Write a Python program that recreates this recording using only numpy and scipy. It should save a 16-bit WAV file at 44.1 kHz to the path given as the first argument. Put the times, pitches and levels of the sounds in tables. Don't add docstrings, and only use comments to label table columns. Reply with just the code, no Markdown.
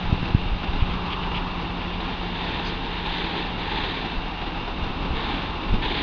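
import sys
import numpy as np
from scipy import signal
from scipy.fft import rfft, irfft
from scipy.io import wavfile
from scipy.ndimage import uniform_filter1d

SR = 44100
rng = np.random.default_rng(int(sys.argv[2]) if len(sys.argv) > 2 else 0)


def wav_out(sig):
    wavfile.write(sys.argv[1], SR, np.round(np.clip(np.atleast_2d(sig).T, -1, 1) * 32767).astype(np.int16))


N = 265482

LOAD_FROM_S, LOAD_FULL_S, SHAFT_HZ, SAG_HZ = 1.0, 5.4, 19.78, 0.98
# order, peak_level_db
SHAFT_ORDERS = [(2, -33), (3, -54), (4, -49), (7, -59), (12, -54), (14, -50), (17, -49.5), (18, -50.5),
                (21, -60.5)]
# time_s, level_db
ROAR_LEVEL = [(0, -33.5), (1.2, -32), (3.8, -32.5), (4.4, -34.2), (5.1, -30.5), (5.6, -31.5), (6.02, -28.5)]
# frequency_hz, relative_density_db
BODY_COLOUR = [(15, -11.5), (28, 6.5), (50, 0), (80, -1), (120, -6), (200, -4.5), (300, -7.5), (420, -10),
               (560, -14.5), (800, -20), (1500, -54.5)]
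# frequency_hz, width_hz, height_db
PIPE_MODES = [(280, 23, 3), (334, 7.5, 4.5), (382, 15, 2)]
# frequency_hz, relative_density_db
COVER_COLOUR = [(350, -38), (600, -10.5), (700, -4), (850, 0), (1050, -4), (1350, -7), (2050, -12),
                (2450, -9.5), (3200, -11), (4050, -15), (4350, -19.5), (4850, -23), (5500, -32.5),
                (6300, -38.5), (7200, -63)]
# frequency_hz, width_hz, height_db
PANEL_MODES = [(810, 99, 2.5), (1010, 99, 2), (2270, 80, 2), (2668, 98, 5), (2796, 120, 5), (3656, 200, 6)]
CLATTER_DB = -33.5
FIRING_SPREAD_LIMIT = 1.8

PUMP_DB, PUMP_FADE_DB = -37.5, 6.5
WHINE_HZ, WHINE_WAVER_HZ, WHINE_DB = 2807, 2, -50.5

# start_s, length_s, level_db
SCRAPE_SURGES = [(1.99, 0.47, -39), (2.34, 0.36, -35), (2.81, 0.24, -36), (3.045, 0.35, -31.5),
                 (3.58, 0.4, -34.5), (3.7, 0.24, -32.5), (5.145, 0.23, -32), (5.815, .2, -27.5)]
# frequency_hz, relative_density_db
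SCRAPE_SPECTRUM = [(150, -14), (280, 1), (420, 8), (560, -13), (900, 9.5), (1300, -8.5), (1650, 0),
                   (2100, 1), (3000, 0), (3700, 3.5), (4200, -5), (4800, -14), (5500, -39.5), (6300, -29.5),
                   (7200, -48)]
# frequency_hz, width_hz, height_db
METAL_MODES = [(325, 26, 5), (452, 30, 6), (900, 50, 3), (1640, 40, 3), (1787, 45, 7), (2370, 50, 4),
               (3190, 40, 5), (3384, 12, 7.5), (3590, 50, 4)]
SURGE_ATTACK_S, SURGE_FALL_DB_PER_S = 0.016, 59.5

# middle_s, half_length_s, level_db
RASP_EVENTS = [(.68, .012, -37.5), (.815, .014, -34), (.915, .018, -36), (1.125, .022, -29.5),
               (1.236, .012, -34.5), (1.362, .022, -29.3), (1.817, .008, -35.5), (1.94, .012, -36),
               (3.845, .01, -34), (5.977, .008, -32)]
# frequency_hz, relative_density_db
RASP_SPECTRUM = [(900, -23), (1800, -10), (2300, 0.5), (2850, 3), (3450, -2), (3900, -13.5), (4800, -19),
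                 (5600, -40), (7000, -50)]
# frequency_hz, relative_density_db
SPURT_SPECTRUM = [(1500, -2), (3000, -1), (4800, -1), (5500, -22), (6300, -15), (7100, -41)]

# middle_s, half_length_s, level_db
RUSH_SWELLS = [(1.2, 0.45, -35.5), (2.05, 0.31, -43), (3.8, 0.33, -47), (5.35, 0.51, -37.5)]
# frequency_hz, relative_density_db
RUSH_SPECTRUM = [(600, -25), (850, -1.5), (1050, 2.5), (1220, -2), (1400, -9.5), (2000, -34.5)]

# start_s, length_s, level_db
WIND_GUSTS = [(.02, 0.52, -28.5), (.66, 0.32, -30), (4.8, 0.085, -30), (5.08, 0.039, -24.5),
              (5.44, 0.045, -36), (5.69, 0.038, -21.5)]
# frequency_hz, relative_density_db
WIND_SPECTRUM = [(10, 1), (25, 4), (55, -3), (120, -8.5), (220, -19.5), (400, -36.5), (900, -55.5)]
# middle_s, half_length_s, core_suction_db (before the rebound is added)
WIND_EDDIES = [(0.1283, 0.0026, -1), (0.23, .0024, -10), (.3496, 0.0023, 3), (0.531, .008, -14),
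               (0.697, 0.0052, -10), (0.742, 0.011, -15.5), (0.825, 0.0051, -3.5), (0.915, 0.008, -13),
               (4.18, 0.0098, -16.5), (5.139, 0.0052, -16), (5.733, 0.011, -8), (5.739, 0.0019, -11.5),
               (5.744, 0.0017, -10)]
GUST_ATTACK_S, GUST_FALL_DB_PER_S, BREEZE_DB = 0.017, 179, -43
REBOUND_SHARE, REBOUND_WIDTH, REBOUND_LAG = 0.42, 2, 0.43

TOP_HZ = 7100


def diesel(turns):
    beat = firings(turns, scatter_db=8.5, decay_cycles=0.55)
    throb = 0
    for order, db in SHAFT_ORDERS:
        waver_db = 1.3 * walk(4)
        phase = 2 * np.pi * (order * turns + rng.random())
        throb = throb + undb(db + waver_db) * np.sin(phase)

    roar_s, roar_level_db = np.transpose(ROAR_LEVEL)
    roar_db = np.interp(np.arange(N) / SR, roar_s, roar_level_db)
    body = colour(noise() * (1 + 0.25 * beat), BODY_COLOUR, PIPE_MODES)
    body = body * undb(roar_db + 0.32 * walk(12))

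    clatter = colour(noise() * (1 + 0.16 * beat), COVER_COLOUR, PANEL_MODES)
    clatter = clatter * undb(CLATTER_DB + 0.37 * walk(14))
    return throb + body + clatter


def firings(turns, scatter_db, decay_cycles):
    cycle, phase = np.divmod(2 * turns, 1)
    chance = rng.standard_normal(int(cycle[-1]) + 1)
    chance = np.clip(chance, -FIRING_SPREAD_LIMIT, FIRING_SPREAD_LIMIT)
    strength = undb(scatter_db * chance)
    return unit(strength[cycle.astype(int)] * np.exp(-phase / decay_cycles))


def hydraulics(turns, load):
    pistons = np.sin(2 * np.pi * 9 * turns) * undb(0.6 * walk(5))
    hum = unit(pistons) * undb(PUMP_DB - PUMP_FADE_DB * load ** 2)
    whine_hz = WHINE_HZ + WHINE_WAVER_HZ * walk(9)
    whine = np.sin(2 * np.pi * np.cumsum(whine_hz) / SR)
    return hum + unit(whine) * undb(WHINE_DB + 2.0 * walk(4.6))


def scraping():
    force = envelope(SCRAPE_SURGES, SURGE_ATTACK_S, SURGE_FALL_DB_PER_S)
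    grains = noise() * undb(1.4 * walk(400))
    unsteady_db = 0.9 * walk(30)
    return force * colour(grains, SCRAPE_SPECTRUM, METAL_MODES) * undb(unsteady_db)


def rasps():
    force = sum(undb(db) * bump(middle, half) for middle, half, db in RASP_EVENTS)
    return force * colour(noise() * undb(1.8 * walk(410)), RASP_SPECTRUM)


def spurt():
    return undb(-36.0) * bump(2.675, 0.028) * colour(noise(), SPURT_SPECTRUM)


def rush():
    flow = sum(undb(db) * bump(middle, half) for middle, half, db in RUSH_SWELLS)
    return flow * colour(noise(), RUSH_SPECTRUM)


def wind():
    strength = undb(BREEZE_DB) + envelope(WIND_GUSTS, GUST_ATTACK_S, GUST_FALL_DB_PER_S)
    knocks = sum(undb(db) * eddy(middle, half) for middle, half, db in WIND_EDDIES)
    return strength * colour(noise(), WIND_SPECTRUM) + knocks


def eddy(middle, half_length):
    core = 1 / (1 + ((np.arange(N) / SR - middle) / half_length) ** 2) ** 2
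    rebound = bump(middle + REBOUND_LAG * half_length, REBOUND_WIDTH * half_length)
    return REBOUND_SHARE * rebound - core


def envelope(events, attack_s, fall_db_per_s):
    t = np.arange(N) / SR
    power = 0
    for start, length, db in events:
        rise = np.clip((t - start) / attack_s, 0, 1)
        fall_db = fall_db_per_s * np.maximum(t - start - length, 0)
        power = power + (rise * undb(db - fall_db)) ** 2
    return np.sqrt(power)


def bump(middle, half_length):
    return np.exp(-((np.arange(N) / SR - middle) / half_length) ** 2)


def colour(x, points, modes=()):
    f = np.fft.rfftfreq(N, 1 / SR)
    hz, db = np.transpose(points)
    shape_db = np.interp(np.log(f + 1), np.log(hz), db)
    for centre, width, peak_db in modes:
        shape_db = shape_db + peak_db / (1 + (2 * (f - centre) / width) ** 2)
    treble_skirt = 1 / (1 + (f / (2 * hz[-1])) ** 4)
    bass_skirt = f / (f + hz[0] / 2)
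    return unit(irfft(rfft(x) * undb(shape_db) * treble_skirt * bass_skirt, N))


def walk(rate):
    hold = int(SR / rate)
    levels = np.repeat(rng.standard_normal(N // hold + 1), hold)
    smooth = uniform_filter1d(uniform_filter1d(levels, hold), hold)
    return unit(smooth[:N])


def noise():
    return rng.standard_normal(N)


def unit(x):
    return x / np.sqrt(np.mean(x ** 2))


def undb(db):
    return 10 ** (np.asarray(db) / 20)


def scene():
    load = np.clip((np.arange(N) / SR - LOAD_FROM_S) / (LOAD_FULL_S - LOAD_FROM_S), 0, 1)
    shaft_hz = SHAFT_HZ - SAG_HZ * load
    turns = np.cumsum(shaft_hz * (1 + 0.001 * walk(6))) / SR
    crane = diesel(turns) + hydraulics(turns, load)
    yard = scraping() + rasps() + spurt() + rush()
    return (crane + yard + wind())[None]


def record(dry):
    treble_cut = signal.ellip(10, 0.2, 80, TOP_HZ, fs=SR, output="sos")
    return signal.sosfilt(treble_cut, np.clip(dry, -1, 1))


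dry = scene()
out = record(dry)
wav_out(out)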